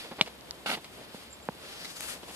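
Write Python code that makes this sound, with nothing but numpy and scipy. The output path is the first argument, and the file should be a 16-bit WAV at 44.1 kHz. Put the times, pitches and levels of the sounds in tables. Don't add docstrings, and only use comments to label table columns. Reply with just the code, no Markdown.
import sys
import numpy as np
from scipy import signal
from scipy.fft import rfft, irfft, next_fast_len
from scipy.io import wavfile
from scipy.ndimage import uniform_filter1d

SR = 44100
rng = np.random.default_rng(int(sys.argv[2]) if len(sys.argv) > 2 else 0)


def materialize(psi):
    bounded = np.clip(np.atleast_2d(psi).T, -1, 1)
    quanta = np.round(bounded * 32767).astype(np.int16)
    wavfile.write(sys.argv[1], SR, quanta)


N = 103635
TIME = np.arange(N) / SR
HALF = next_fast_len(N // 2 + SR // 20, True)
FREQ = np.maximum(np.arange(HALF + 1) * SR / (2 * HALF), 1)


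def undb(db):
    return 10 ** (np.asarray(db) / 20)


def unit(x):
    return x / np.sqrt(np.mean(np.abs(x) ** 2) + 1e-20)


def by_freq(points):
    hz, value = np.array(points, float).T
    return np.interp(np.log(FREQ), np.log(hz), value)


def filt(x, response):
    return irfft(rfft(x, 2 * HALF) * response)[..., :N]


def colour(points, tilt_db_per_oct=0):
    gain = unit(undb(by_freq(points) + tilt_db_per_oct * np.log2(FREQ / 1000)))
    cepstrum = irfft(np.log(gain))
    causal_fold = np.r_[1, np.full(HALF - 1, 2), 1, np.zeros(HALF - 1)]
    return np.exp(rfft(cepstrum * causal_fold))


def resonance(hz, width_hz):
    return 1 / (1 + 1j * (FREQ / hz - hz / FREQ) * hz / width_hz)


def low_cut(hz):
    return signal.freqs(*signal.butter(5, 1, "high", analog=True), FREQ / hz)[1]


def click(start_s, db):
    return (np.arange(N) == int(start_s * SR)) * undb(db) * np.sqrt(SR / 100)


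def ring(start_s, hz, t60_s):
    out = np.zeros(N)
    sounding = (TIME >= start_s) & (TIME < start_s + 2 * t60_s)
    age_s = TIME[sounding] - start_s
    out[sounding] = np.cos(2 * np.pi * hz * age_s) * np.exp(-np.log(1000) * age_s / t60_s)
    return out


def burst(start_s, length_s, attack_s, release_s):
    rise = np.clip((TIME - start_s) / attack_s, 0, 1)
    return rise * np.exp(-np.clip((TIME - start_s - length_s) / release_s, 0, 20))


def swell(centre_s, sigma_s):
    return np.exp(-((TIME - centre_s) / sigma_s) ** 2 / 2)


def wander(rate_hz):
    hold = int(SR / rate_hz)
    steps = np.repeat(rng.standard_normal(N // hold + 1), hold)
    return np.sqrt(2) * uniform_filter1d(steps, hold)[:N]


def grains(per_s, spread):
    out = np.zeros(N)
    struck = rng.random(N) < per_s / SR
    polarity = np.sign(rng.random(N)[struck] - 0.5)
    out[struck] = polarity * np.exp(spread * rng.standard_normal(N)[struck])
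    return unit(out)


def grain_pair(per_s, spread, shared):
    common = grains(per_s, spread)
    separate = np.array([grains(per_s, spread), grains(per_s, spread)])
    return np.sqrt(shared) * common + np.sqrt(1 - shared) * separate


def pan(x, db):
    return x * undb(np.vstack([db, -db]) / 2)


def delay(left_ms, right_ms=0):
    return np.exp(-2j * np.pi * FREQ * np.array([[left_ms], [right_ms]]) / 1000)


# start_s, level_db, pan_db, tilt_db_per_oct
CRACKS = [(0.2117, -19.5, -2, -1), (0.2133, -25.5, 3.5, 16), (0.2140, -29, 12, 13)]
# freq_hz, gain_db
CRACK_COLOUR = [(100, -43), (500, -14), (1000, 1), (1550, -10.5), (2100, 7.5), (2800, 7.5), (3500, 11.5),
                (4200, -2.5), (4900, -5), (5400, -14), (6400, -23), (8300, -25.5), (11000, -65),
                (15000, -58)]
# pitch_hz, t60_s, level_db
LUMP_MODES = [(173, 0.034, -30.5), (627, 0.088, -36.5), (2330, 0.032, -26), (2940, 0.026, -23.5),
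              (3550, .022, -31), (4260, 0.032, -34), (5300, 0.02, -44), (7500, .03, -50)]


def stamp():
    cracks = sum(pan(filt(click(start_s, db), colour(CRACK_COLOUR, tilt)), pan_db)
                 for start_s, db, pan_db, tilt in CRACKS)
    lump = sum(undb(db) * ring(CRACKS[0][0], hz, t60_s) for hz, t60_s, db in LUMP_MODES)
    return cracks + filt(lump, low_cut(hz=130) / (1 + 1j * FREQ / 5000))


# start_s, length_s, level_db
KICK_SURGES = [(0.659, 0.0072, -30.5), (0.666, 0.018, -32.5), (0.69, 0.007, -30), (0.694, 0.0094, -30),
               (0.71, 0.016, -32), (0.728, 0.011, -31), (0.741, 0.01, -33)]
# freq_hz, gain_db
KICK_COLOUR = [(150, -9), (220, 7.5), (360, -0.5), (560, 0), (900, 0.7), (1450, 2.5), (1900, 0.5),
               (2900, 4), (4600, -2), (6000, -17.5), (10500, -22), (15000, -27)]
# freq_hz, gain_db
POWDER_COLOUR = [(2500, -30), (5000, 3), (7500, 1), (11000, 4), (15000, -12)]
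# freq_hz, pan_db
KICK_PAN = [(600, -0.5), (2400, -2.5), (3100, 2.5), (4500, -8.5), (5300, -2), (12000, -0.5)]


def kick(split_hz=1700, clump_db=1.0, powder_db=-41.5):
    surges = [undb(db) * burst(start_s, length_s, attack_s=0.0023, release_s=0.0067)
              for start_s, length_s, db in KICK_SURGES]
    force = np.max(surges, axis=0) * undb(clump_db * wander(rate_hz=330))
    tone = colour(KICK_COLOUR) * low_cut(hz=150)
    treble_share = FREQ ** 2 / (FREQ ** 2 + split_hz ** 2)
    body = filt(force * grain_pair(per_s=2500, spread=0.38, shared=1), tone * np.sqrt(1 - treble_share))
    grit = filt(force * grain_pair(per_s=5000, spread=0.38, shared=0.13), tone * np.sqrt(treble_share))
    cloud = undb(powder_db) * swell(centre_s=0.707, sigma_s=0.037)
    cloud *= burst(KICK_SURGES[0][0], length_s=0.092, attack_s=0.0029, release_s=0.033)
    powder = filt(cloud * grain_pair(per_s=8000, spread=0.36, shared=0.091), colour(POWDER_COLOUR))
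    reflection = 0.36 * delay(left_ms=1.36, right_ms=1.42)
    return filt(body + grit + powder, 0.99 * pan(1 + reflection, by_freq(KICK_PAN)))


# start_s, level_db, cutoff_hz
FOOTFALLS = [(0.115, -19.5, 594), (0.2116, -6, 1900), (0.6604, -14.5, 1100), (1.1452, -14, 477),
             (1.488, -5.5, 1190)]
# pitch_hz, t60_s, gain_db
BOOT_MODES = [(215, 0.021, -18), (510, 0.012, -14), (854, 0.0089, -11), (1520, 0.0065, -12.5),
              (2400, 0.005, -15)]


def boots(sole_hz=3000):
    out = 0
    for start_s, db, cutoff_hz in FOOTFALLS:
        thud = sum(undb(db + gain_db) * ring(start_s, hz, t60_s) for hz, t60_s, gain_db in BOOT_MODES)
        contact_low_pass = 1 / (1 + np.sqrt(2) * 1j * FREQ / cutoff_hz - (FREQ / cutoff_hz) ** 2)
        out += filt(thud, contact_low_pass)
    return pan(filt(out, low_cut(hz=125) / (1 + 1j * FREQ / sole_hz)), db=-1.5)


# start_s, level_db, pitch_hz, width_hz, pan_db
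SNAPS = [(0.4102, -55, 4900, 1140, 8), (0.5095, -36, 4420, 920, 2.5), (0.5095, -48.5, 1760, 1190, 4),
         (1.4017, -57.5, 1900, 900, -4), (1.4540, -60.5, 7660, 2500, 13.5), (2.0076, -45, 6900, 3020, 17.5),
         (2.0076, -41, 1970, 2230, 0)]


def crumb_snaps():
    return sum(pan(filt(click(start_s, db), unit(resonance(hz, 2 * width_hz) ** 2)), pan_db)
               for start_s, db, hz, width_hz, pan_db in SNAPS)


# start_s, length_s, level_db
CRACKLES = [(0.22, 0.003, -35.5), (0.842, 0.0025, -46), (1.845, 0.0098, -38.5)]
# pitch_hz, width_hz, gain_db
CRUMB_MODES = [(2210, 300, 0), (4030, 310, 2), (4700, 500, -13)]


def crackles():
    force = sum(undb(db) * burst(start_s, length_s, attack_s=0.0015, release_s=0.0048)
                for start_s, length_s, db in CRACKLES)
    tone = unit(sum(undb(db) * resonance(hz, width_hz) for hz, width_hz, db in CRUMB_MODES))
    return filt(force * grain_pair(per_s=2500, spread=0.48, shared=0.58), tone)


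# start_s, length_s, level_db, slips_per_s
CREAKS = [(0.109, 0.017, -40, 330), (0.184, 0.019, -36.5, 384), (0.263, 0.0032, -54, 340),
          (0.769, 0.0043, -37.5, 406)]
# freq_hz, gain_db
CREAK_COLOUR = [(80, -4), (180, 8.5), (400, -1), (900, 2), (1300, -6), (2500, -9.5), (4500, -15),
                (7000, -36), (15000, -36)]


def creaks(jitter=0.25):
    out = 0
    for start_s, length_s, db, slips_per_s in CREAKS:
        slip_count = np.cumsum(slips_per_s * np.exp(jitter * wander(rate_hz=300))) / SR
        slips = np.diff(np.floor(slip_count), prepend=0)
        grit = 0.35 * grains(per_s=4400, spread=0.61)
        force = undb(db) * burst(start_s, length_s, attack_s=0.0045, release_s=0.0088)
        out += force * unit(unit(slips - slips.mean()) + grit)
    return pan(filt(out, colour(CREAK_COLOUR)), db=-1)


# start_s, length_s, level_db, treble_db
SCUFFS = [(0.038, 0.028, -46.5, -9), (0.213, 0.011, -41, 4), (0.259, 0.0038, -43.5, 5),
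          (0.272, 0.0051, -45, 2), (0.534, 0.14, -56.5, -24), (0.748, 0.04, -48.5, -2),
          (0.843, 0.0044, -43.5, 7), (0.972, 0.052, -52, -8), (1.155, 0.091, -59, 11),
          (1.636, 0.021, -48, -10), (1.990, 0.17, -54, -14), (2.149, 0.025, -53, -9),
          (2.23, 0.0029, -42, -5), (2.281, 0.027, -46, -1)]
# freq_hz, gain_db
SCUFF_COLOUR = [(80, -26.5), (200, 3), (650, 4.5), (1500, -6.5), (3200, -1), (6000, -13.5), (10000, -20),
                (15000, -36)]


def scuffs(split_hz=1500):
    shower = filt(grain_pair(per_s=3500, spread=0.44, shared=0.82), colour(SCUFF_COLOUR))
    bass = filt(shower, 1 / (1 + (FREQ / split_hz) ** 2))
    treble = shower - bass
    out = 0
    for start_s, length_s, db, treble_db in SCUFFS:
        force = undb(db) * burst(start_s, length_s, attack_s=0.0013, release_s=0.013)
        out += force * unit(bass + undb(treble_db) * treble)
    return out


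# time_s, swish_db, hiss_db
JACKET_RUB = [(0, -44.5, -53), (.04, -45, -53), (.09, -52.5, -59), (.25, -52, -57.5), (.35, -58.5, -62.5),
              (.62, -57.5, -60.5), (.98, -54, -57.5), (1.06, -55, -62.5), (1.17, -51, -54.5),
              (1.29, -55.5, -61.5), (1.55, -59, -61.5), (1.59, -50.5, -57), (1.70, -45.5, -52.5),
              (1.84, -44.5, -51), (1.93, -48.5, -49.5), (2.102, -41.5, -43), (2.191, -54.5, -57),
              (2.27, -52, -54.5), (2.31, -50, -50.5)]
# freq_hz, gain_db
SWISH_COLOUR = [(200, -5.5), (700, 1.5), (1800, 4), (3300, 6.5), (5000, 4.5), (7500, -25), (15000, -20.5)]
# freq_hz, gain_db
HISS_COLOUR = [(1500, -3), (4000, -5), (6500, 4), (10000, 5), (12500, -1), (15000, -11)]
# time_s, pan_db
HISS_PAN = [(1.62, 0), (1.9, 6.5), (2.09, 9), (2.19, 4.5), (2.33, 6)]
# centre_s, sigma_s, level_db, pitch_hz, width_hz, pan_db
SLEEVE_STROKES = [(1.72, 0.051, -55, 4870, 2200, 4), (1.88, 0.12, -51.5, 5000, 2400, 4),
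                  (2.005, 0.018, -49, 6230, 2600, 6.5), (2.09, 0.022, -50, 9550, 2400, 15)]


def jacket(flutter_db=1.33):
    time_s, swish_db, hiss_db = np.array(JACKET_RUB).T
    swish = filt(grain_pair(per_s=16000, spread=0.31, shared=0.64), colour(SWISH_COLOUR))
    swish *= undb(np.interp(TIME, time_s, swish_db))
    hiss = filt(grain_pair(per_s=20000, spread=0.5, shared=0.22), colour(HISS_COLOUR))
    hiss *= undb(np.interp(TIME, time_s, hiss_db))
    turn_db = np.interp(TIME, *np.array(HISS_PAN).T)
    out = pan(swish, db=1) + pan(hiss, turn_db)
    for centre_s, sigma_s, db, hz, width_hz, pan_db in SLEEVE_STROKES:
        tone = unit(resonance(hz, width_hz) ** 2)
        threads = filt(grain_pair(per_s=16000, spread=0.37, shared=0.5), tone)
        out += pan(threads, pan_db) * undb(db) * swell(centre_s, sigma_s)
    return out * undb(flutter_db * wander(rate_hz=50))


# start_s, level_db
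ZIP_TAPS = [(1.307, -48.5), (1.328, -40.5), (1.389, -63), (1.426, -49.5)]


def zip_pull():
    taps = sum(undb(db) * ring(start_s, hz=7370, t60_s=0.076) for start_s, db in ZIP_TAPS)
    return pan(taps, db=-4)


# freq_hz, density_db
AIR_COLOUR = [(20, -58), (48, -7.5), (68, -8), (105, -4), (190, -0.5), (560, -2), (1000, -7), (1700, -11),
              (3600, -12.5), (6000, -28), (13500, -21.5), (15000, -44)]
# freq_hz, correlation
AIR_CORRELATION = [(60, 0.73), (140, 0.65), (600, 0.46), (1500, .15), (3000, 0.031)]


def air(wind_db=-51.5, gust_db=0.35, flicker_db=0.5, treble_pan_db=2, rumble_db=-65.5):
    correlation, tone = by_freq(AIR_CORRELATION), colour(AIR_COLOUR)
    mid = filt(rng.standard_normal(N), tone * np.sqrt((1 + correlation) / 2))
    side = filt(rng.standard_normal(N), tone * np.sqrt((1 - correlation) / 2))
    balance = pan(1, treble_pan_db * FREQ / (FREQ + 2000))
    wind = filt(np.array([mid + side, mid - side]), balance)
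    rumble = unit(filt(rng.standard_normal(N), resonance(hz=66.4, width_hz=14) ** 2))
    drift_db = gust_db * wander(rate_hz=4.25) - flicker_db * wander(rate_hz=13)
    return undb(wind_db + drift_db) * wind + undb(rumble_db) * rumble


def scene():
    feet = filt(stamp() + boots() + crumb_snaps() + crackles() + creaks() + scuffs(), delay(left_ms=0.079))
    crunch = filt(kick(), delay(left_ms=0.14))
    clothing = filt(jacket() + zip_pull(), delay(left_ms=0.15))
    return feet + crunch + clothing + air()


def record(dry, ceiling=0.9, top_hz=14900):
    limited = dry / (1 + (dry / ceiling) ** 8) ** (1 / 8)
    return signal.sosfilt(signal.ellip(10, 0.2, 80, top_hz, fs=SR, output="sos"), limited)


dry = scene()
out = record(dry)
materialize(out)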